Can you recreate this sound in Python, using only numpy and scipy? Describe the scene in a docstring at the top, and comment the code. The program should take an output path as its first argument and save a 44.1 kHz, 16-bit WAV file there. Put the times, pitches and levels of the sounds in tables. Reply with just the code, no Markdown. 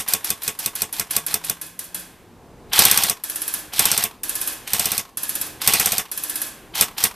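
"""An electric airsoft rifle is fired beside a block wall: a string of single shots, four bursts, two more shots.
In each round the gearbox whirrs as it draws the piston back, then the piston slams home and the muzzle pops.
Almost half a second later the pellet pings on a far metal target; the first pings are from shots before the start.
Low noise lies underneath: outdoor rush, plus the target's low ringing after the bursts. A low hum comes and goes
near the last single shots, and ticks dot the pauses. A gain control starts turned down, sinks and recovers."""
import sys
import numpy as np
from scipy import signal
from scipy.fft import rfft, irfft
from scipy.io import wavfile
from scipy.ndimage import uniform_filter1d

SR = 44100
rng = np.random.default_rng(int(sys.argv[2]) if len(sys.argv) > 2 else 0)


def persist_wave(psi):
    """Save psi, clipped to +-1, as 16-bit WAV."""
    counts = np.round(np.clip(psi, -1, 1) * 32767).astype(np.int16)
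    wavfile.write(sys.argv[1], SR, np.atleast_2d(counts).T)


N = 315315

# All levels in the tables are relative and get scaled where they are used.
# Colour of the low background noise: [f/Hz, level/dB]
BACKGROUND_COLOUR = [(15, -25), (28, -2), (70, -5), (120, -4), (240, -5), (430, -6.5), (600, -13),
                     (850, -11.5), (1400, -21), (3500, -30), (14300, -38)]
# Level of the low background noise: outdoor rush, plus the target's low ringing after the bursts: [t/s, level/dB]
BACKGROUND_LEVEL = [(0, -41.5), (1.5, -42), (2.3, -44.5), (3.1, -43.5), (4.3, -38), (5.1, -45.5),
                    (5.5, -37.5), (6.1, -43.5), (7.15, -38)]
# Path of the low hum: [t/s, f/Hz, level/dB]
HUM_PATH = [(1.0, 159, -58), (1.148, 158.7, -45.5), (1.501, 164.6, -40), (1.62, 170, -54),
            (1.75, 171.6, -43), (1.88, 172.3, -56), (2.0, 171.5, -41), (2.149, 168, -64)]
# Faint ticks in the pauses: [t/s, level/dB]
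TICK_TIMES = [(.577, -46), (.736, -39), (4.15, -38), (5.09, -33), (6.058, -27), (6.09, -34)]

# Trigger pulls: [t of the first slam/s, number of rounds, piston crack level/dB, body clatter level/dB,
#  pellet lateness/s, ping level/dB]
TRIGGER_PULLS = [(-.364, 1, -5, -20, 0.003, -8), (-.205, 1, -5, -20, .0041, -10),
                 (-.01, 1, -9, -18, -0.0018, -13), (.1356, 1, -3.5, -18.5, 0.0082, -12),
                 (0.3031, 1, -4.5, -19.5, .0044, -13.5), (.4778, 1, -6, -20.5, 0.0036, -14),
                 (0.66, 1, -8, -22, 0.0034, -10.5), (0.819, 1, -7, -22.5, -0.00011, -10.5),
                 (.9963, 1, -8.5, -22, 0.0038, -13.5), (1.1646, 1, -5, -20, .0039, -15),
                 (1.3412, 1, -5.5, -19, 0.0047, -16), (1.4968, 1, -7, -22, 0.0031, -15),
                 (2.7902, 6, -2.5, -16, .0016, -12), (3.7927, 5, -4, -16, -0.0049, -10.5),
                 (4.7335, 5, -8.5, -19.5, -0.0069, -14), (5.6746, 6, -4.5, -15, -.0048, -12.5),
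                 (6.81, 1, -4.5, -13.5, 0, -16), (7.0385, 1, -1.5, -13, -0.0063, -18)]
CYCLE_S = .0613  # one round in automatic fire
FLIGHT_S = .445  # a pellet's usual flight plus the sound's way back
FLIGHT_STEP_S = -.001  # each further pellet of a burst takes a little less time
CRACK_STEP_DB, CLATTER_STEP_DB, PING_STEP_DB = -0.46, -0.41, 0.13  # from one round of a burst to the next
COLD_START_DB, RUNNING_DB = -1, 4  # the gears are softer from rest than when already turning

# Colour of the target's bright ping: [f/Hz, level/dB]
PING_COLOUR = [(200, -16), (600, -38), (1700, -11.5), (3500, -15), (7000, -11), (8800, -4), (10800, 3.5),
               (12500, 2.5), (14300, -9)]
# Colour of the target's shimmer: [f/Hz, level/dB]
SHIMMER_COLOUR = [(80, -30), (300, -2.5), (600, -4), (1700, -0.5), (2100, -14), (2600, -2.5), (4500, 1),
                  (7200, 0.5), (9500, 4), (11500, 2.5), (14300, 0.5)]
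# Colour of the lingering, duller part of the ring: [f/Hz, level/dB]
LINGER_COLOUR = [(80, -20), (300, -10.5), (600, -1.5), (1100, -3.5), (1700, -3), (2600, -3), (5000, -12),
                 (14300, -12.5)]
# Ringing tones of the target sheet: [f/Hz, level/dB, time to fall 60 dB/s]
SHEET_TONES = [(255, -19, 0.28), (306.3, -14, 1), (1060, -17.5, 1), (1570, -13.5, 0.85), (1705, -9, 0.57),
               (1735, -11, .4), (2550, -9, 0.45), (3350, -9.5, 0.51), (3700, -13, 0.29), (5790, -15, 0.23)]
RING_DB = -13.5  # scales the target's ring against its ping

# Gearbox effort through one winding cycle: [t from the slam/s, level/dB]
WINDING_EFFORT = [(-.075, -35.5), (-.062, -7.5), (-.056, -3.5), (-.035, -0.5), (-.008, 1.5), (.002, -4),
                  (.025, -23)]
# Latch and gear clacks in each cycle: [t from the slam/s, level over the gearbox/dB]
CLACK_TIMES = [(-.0583, 11.5), (-.0315, 9), (-.012, 9.5)]
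# Meshing teeth over the whole scene: [t/s, basic pitch f/Hz, change in gearbox level/dB]
TOOTH_MESH = [(0, 2420, -1.5), (1.5, 2514, -4), (2.698, 3270, -2.5), (6.001, 3206, -8), (7.1, 3280, -5.5)]
# Colour of the grinding gears: [f/Hz, level/dB]
GEAR_COLOUR = [(80, -52), (300, -10), (600, -8.5), (780, 2.5), (1150, -2), (1700, -1), (3200, 2), (4200, 2),
               (5200, 1.5), (7200, -5), (8200, 0), (9200, -2), (12400, 0), (14300, -1.5)]

# Muzzle pop thrown back by ground, wall and eaves: [delay/s, signed gain]
NEAR_ECHOES = [(.0093, -1.3), (0.011, 0.18), (0.0122, 0.98), (0.0147, -0.44), (0.0175, 0.25), (0.022, 0.87),
               (0.0285, -0.1), (0.0315, 0.8)]
POP_DB, POP_FOLLOWS = -15.5, 0.51  # puff of air, and how closely it follows the slam (dB per dB)

# Colour of the piston crack: [f/Hz, level/dB]
CRACK_COLOUR = [(200, -27), (900, -23), (1600, -8.5), (3200, -15), (4700, -2.5), (6000, -3), (7100, -8),
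                (8400, 1.5), (9800, 1), (10700, -3.5), (11800, 2.5), (13000, -4.5), (13800, 5), (14500, -6)]
# Colour of the clatter from the wall: [f/Hz, level/dB]
CLATTER_COLOUR = [(100, -13), (550, -8), (720, 3.5), (1100, -5), (1280, -2.5), (2000, 1), (2600, 0),
                  (3400, 0), (4300, -6), (5600, 1), (7200, -3.5), (8400, 0.5), (10500, -2.5), (14300, -0.5)]
# Narrow rings of the gearbox shell and spring: [f/Hz, level/dB, time to fall 60 dB/s]
SHELL_TONES = [(436.3, -19, 0.2), (695.5, -22, 0.192), (1108, -18, 0.21), (2487, -11, 0.097),
               (3520, -15.5, 0.15), (8290, -10.5, 0.086), (8400, -37, .07), (9920, -15, 0.053),
               (12800, -20, .07), (14300, -27, .06)]
# Colour of the yard's reply, also used for the ticks: [f/Hz, level/dB]
YARD_COLOUR = [(100, -17.5), (500, -10.5), (1050, 4.5), (1400, -4.5), (3500, -7), (7000, -13.5),
               (14300, -12)]
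# Late slaps from the yard: [delay/s, level/dB]
YARD_SLAPS = [(.072, -3.5), (.101, -16)]
DETUNE = .006  # typical share by which each blow shifts a ringing tone's pitch

# Basic stereo width of noise: [f/Hz, side level over mid level/dB]
STEREO_WIDTH = [(50, -9), (200, -21), (500, -28), (2800, -32), (4400, -15), (8000, -5), (14000, -3.5)]
# Uneven microphone pair: [f/Hz, left level minus right level/dB]
MIC_TILT = [(60, .7), (250, 0), (5000, 0), (8200, -1.8), (14000, -1.5)]
EDGE_HZ = 14330  # band limit
# gain control: where it starts, how firmly, how fast it moves, how fast it lets go, how far down it opens
THRESHOLD_DB, RATIO, REACT_S, RECOVER_DB_PER_S, OPENING_DUCK_DB = -22, 3.32, 0.23, 19, 11


def amp(db):
    """Turns decibels into a plain factor."""
    return 10 ** (np.asarray(db) / 20)


def evened(x):
    """Scales to rms 1."""
    return x / np.sqrt(np.mean(x ** 2) + 1e-20)


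def read(points, hz):
    """Reads a table on a log-frequency axis."""
    f, value = np.transpose(points)
    return np.interp(np.log(hz + 1), np.log(f + 1), value)


def add(mix, s, sound):
    """Mixes a sound in at time s, cutting off whatever falls outside the scene."""
    start = round(s * SR)
    sound = sound[..., max(-start, 0):]
    part = mix[:, max(start, 0):][:, :sound.shape[-1]]
    part += sound[..., :part.shape[-1]]


def smooth_noise(size, span):
    """Slow random wander of rms 1: noise averaged over a span of samples."""
    return evened(uniform_filter1d(rng.standard_normal(size), size=span))


def noise(spectrum, wide_db, size):
    """Stereo noise of a given colour; the middle of its range is closest to mono."""
    hz = np.fft.rfftfreq(size, 1 / SR)
    mid, side = rfft(rng.standard_normal((2, size))) * amp(read(spectrum, hz))
    side = side * amp(read(STEREO_WIDTH, hz) + wide_db)
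    return evened(irfft(np.array([mid + side, mid - side]), size))


def recoloured(spectrum, spread_db):
    """No two blows land alike: each resonance answers a little more or less."""
    hz, db = np.transpose(spectrum)
    return np.column_stack([hz, db + spread_db * rng.standard_normal(len(hz))])


def decay(t, rise, t60):
    """Envelope that starts at t = 0, rises and dies away, falling 60 dB in t60 seconds."""
    t = np.maximum(t, 0)
    return (1 - np.exp(-t / rise)) * amp(-60 * t / t60)


def blend(fixed, fresh, share):
    """Part of a sound repeats with every blow, the rest is new."""
    share = np.clip(share, 0, 1)
    return np.sqrt(share) * fixed + np.sqrt(1 - share) * fresh


def rattle(depth_db, size):
    """Millisecond unevenness of loose parts and scattered echoes."""
    return evened(amp(depth_db * smooth_noise(size, span=70)))


def struck(table, t):
    """Each blow wakes the tones with its own strengths, pitches and phases; loose parts roughen the ring."""
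    hz, db, t60 = np.transpose(table)[:, :, None]
    strength = rng.uniform(0.57, 1.22, hz.shape) * amp(db)
    waver = smooth_noise(len(t), span=600)
    pitch = hz * (1 + DETUNE * rng.standard_normal(hz.shape))
    turns = pitch * t + rng.random(hz.shape)
    tones = np.cos(2 * np.pi * turns + .8 * waver)
    return (strength * decay(t, rise=0.00038, t60=t60) * tones).sum(0)


def rounds():
    """Every round fired: (s of the slam, crack dB, clatter dB, gears dB, s of the hit, ping dB)."""
    for start, count, crack_db, body_db, late, ping_db in TRIGGER_PULLS:
        for k in range(round(count)):
            s = start + k * CYCLE_S
            clatter_db = body_db + k * CLATTER_STEP_DB
            gears_db = clatter_db + (RUNNING_DB if k else COLD_START_DB)
            hit = s + FLIGHT_S + late + k * FLIGHT_STEP_S
            yield s, crack_db + k * CRACK_STEP_DB, clatter_db, gears_db, hit, ping_db + k * PING_STEP_DB


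def background():
    """Low coloured noise stands for the outdoor rush, plus the target's low ringing after the bursts."""
    low_noise = noise(BACKGROUND_COLOUR, wide_db=1, size=N)
    return low_noise * amp(np.interp(np.arange(N) / SR, *np.transpose(BACKGROUND_LEVEL)))


def hum():
    """A soft far-off tone, one sine of drifting pitch, wavers, swells and fades."""
    s, hz, db = np.transpose(HUM_PATH)
    t = np.arange(N) / SR
    waver = 1 + .025 * smooth_noise(N, span=2500)
    level = amp(np.interp(t, s, db)) * (t > s[0]) * (t < s[-1])
    phase = 2 * np.pi * np.cumsum(np.interp(t, s, hz) * waver) / SR
    return np.sqrt(2) * level * np.sin(phase)


def ticks():
    """Small dry ticks, short puffs of noise that die away quickly."""
    out, t = np.zeros((2, N)), np.arange(4096) / SR
    for s, db in TICK_TIMES:
        colour = noise(recoloured(YARD_COLOUR, spread_db=3), wide_db=-3, size=len(t))
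        add(out, s, amp(db + 1) * decay(t, rise=.001, t60=0.055) * colour)
    return out


def target():
    """Each pellet gives a bright ping, a faint echo of it and a shimmer of sheet metal that dulls as it fades."""
    out, t = np.zeros((2, N)), np.arange(32768) / SR
    for *_, hit, ping_db in rounds():
        strike = decay(t, rise=0.00069, t60=0.054)
        strike += amp(-15.0) * decay(t - .0495, rise=0.00052, t60=0.12)  # the echo
        ping = strike * noise(PING_COLOUR, wide_db=0.5, size=len(t)) * rattle(depth_db=0.5, size=len(t))
        shimmer = decay(t, rise=0.00043, t60=0.41) * noise(SHIMMER_COLOUR, wide_db=1, size=len(t))
        shimmer *= rattle(depth_db=-0.2, size=len(t))
        linger = decay(t, rise=0.011, t60=1.0) * noise(LINGER_COLOUR, wide_db=-16, size=len(t))
        ring = amp(8.0) * shimmer + amp(-7.5) * linger + struck(SHEET_TONES, t)
        add(out, hit, amp(ping_db) * (amp(5.5) * ping + amp(RING_DB) * ring))
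    return out


def gearbox():
    """The motor spins up with a dull whirr; under load the gears grind and whine while latch and rack clack."""
    out, t = np.zeros((2, N)), np.arange(6000) / SR - .1  # t = 0 is the slam
    effort = amp(np.interp(t, *np.transpose(WINDING_EFFORT))) * signal.windows.tukey(len(t), .1)
    spin_up = amp(-5.0) * np.exp(-((t + 0.0672) / 0.0056) ** 2)
    dull = signal.butter(3, 4300, fs=SR, output="sos")
    teeth = noise(GEAR_COLOUR, wide_db=-12.5, size=len(t))  # the same teeth meet in every cycle
    when, mesh_hz, mesh_db = np.transpose(TOOTH_MESH)
    for s, _, _, gears_db, _, _ in rounds():
        wobble = smooth_noise(len(t), span=200)
        speed = 1 - .24 * np.exp(-(t - t[0]) / 0.019) + 0.016 * wobble
        turn = 2 * np.pi * np.cumsum(np.interp(s, when, mesh_hz) * speed) / SR
        fresh = noise(recoloured(GEAR_COLOUR, spread_db=3), wide_db=-13, size=len(t))
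        grind = blend(teeth, fresh, share=0.34) * rattle(depth_db=2.5, size=len(t))
        whine = amp(-12) * np.sin(turn)
        whirr = spin_up * signal.sosfilt(dull, grind)
        sound = effort * (amp(2) * grind + whine) + whirr
        for delay, db in CLACK_TIMES:
            force = amp(db + 1.9 * rng.standard_normal())
            clack = noise(recoloured(GEAR_COLOUR, spread_db=1.0), wide_db=-7.5, size=len(t))
            sound += force * decay(t - delay, rise=0.00088, t60=.045) * clack
        level_db = gears_db + np.interp(s, when, mesh_db)
        add(out, s + t[0], amp(level_db) * sound)
    return out


def muzzle():
    """The puff of air is dull from behind; its forward, sharper part comes back as a flutter of echoes."""
    out, t = np.zeros((2, N)), np.arange(3000) / SR - .01
    pop = -.9 * np.exp(-(t / 0.0015) ** 2)
    for delay, gain in NEAR_ECHOES:
        pop += gain * np.exp(-((t - delay) / 0.0006) ** 2)
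    pop = signal.sosfilt(signal.butter(1, 45, "high", fs=SR, output="sos"), pop)
    for s, crack_db, *_ in rounds():
        add(out, s + t[0], amp(POP_DB + POP_FOLLOWS * crack_db) * pop)
    return out


def piston():
    """The slam cracks in the gearbox shell; the wall returns a duller clatter, the yard late slaps."""
    out, t = np.zeros((2, N)), np.arange(16384) / SR
    shell = noise(CRACK_COLOUR, wide_db=-6.5, size=len(t))
    wall = noise(CLATTER_COLOUR, wide_db=-6.0, size=len(t))
    # near surfaces return separate knocks over a smooth, scattered decay
    knocks = sum(abs(gain) * decay(t - delay, rise=0.0003, t60=0.011) for delay, gain in NEAR_ECHOES)
    spread = amp(6.0) * decay(t, rise=0.0015, t60=0.077)
    spread += amp(6.5) * decay(t - .0105, rise=0.0014, t60=0.14)
    spread += amp(-0.5) * knocks
    late = amp(-13.5) * decay(t, rise=0.024, t60=0.64)
    for delay, db in YARD_SLAPS:
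        late += amp(db) * decay(t - delay, rise=0.0018, t60=0.028)
    for s, crack_db, body_db, *_ in rounds():
        fresh = noise(recoloured(CRACK_COLOUR, spread_db=0.5), wide_db=-11, size=len(t))
        crack = blend(shell, fresh, share=0.47) * decay(t, rise=0.00046, t60=0.027)
        slam = amp(10.0) * crack + struck(SHELL_TONES, t)
        scatter = noise(recoloured(CLATTER_COLOUR, spread_db=3.0), wide_db=-10.5, size=len(t))
        clatter = blend(wall, scatter, share=0.44) * rattle(depth_db=1.0, size=len(t))
        yard = late * noise(YARD_COLOUR, wide_db=-4.5, size=len(t))
        add(out, s, amp(crack_db) * slam + amp(body_db) * (spread * clatter + yard))
    return out


def gain_control(x):
    """Loud cracks pull the gain down over a few rounds; it creeps back up in the pauses."""
    power = abs(uniform_filter1d((x ** 2).mean(0), size=660))
    level_db = 10 * np.log10(power + 1e-12)
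    recovery = np.arange(N) / SR * RECOVER_DB_PER_S
    # hold each peak, then let the held level sink at the recovery rate
    held_db = np.maximum.accumulate(level_db + recovery) - recovery
    wanted_db = np.maximum(held_db - THRESHOLD_DB, 0) * (1 - 1 / RATIO)
    wanted_db = np.maximum(wanted_db, OPENING_DUCK_DB - recovery)
    keep = np.exp(-1 / (REACT_S * SR))
    duck_db = signal.lfilter([1 - keep], [1, -keep], wanted_db, zi=[OPENING_DUCK_DB])[0]
    return x * amp(-duck_db)


def scene():
    """Background, target and rifle together."""
    return background() + hum() + ticks() + target() + gearbox() + muzzle() + piston()


def record(dry):
    """The treble leans right, gain control ducks the volleys, peaks beyond full scale clip, then the band limit."""
    lean_db = read(MIC_TILT, np.fft.rfftfreq(N, 1 / SR)) / 2
    heard = irfft(rfft(dry) * amp([lean_db, -lean_db]), N)
    clipped = np.clip(gain_control(heard), -1, 1)
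    low_pass = signal.firwin(511, EDGE_HZ, window=("kaiser", 8), fs=SR)
    return signal.oaconvolve(clipped, low_pass[None], "same")


dry = scene()
out = record(dry)
persist_wave(out)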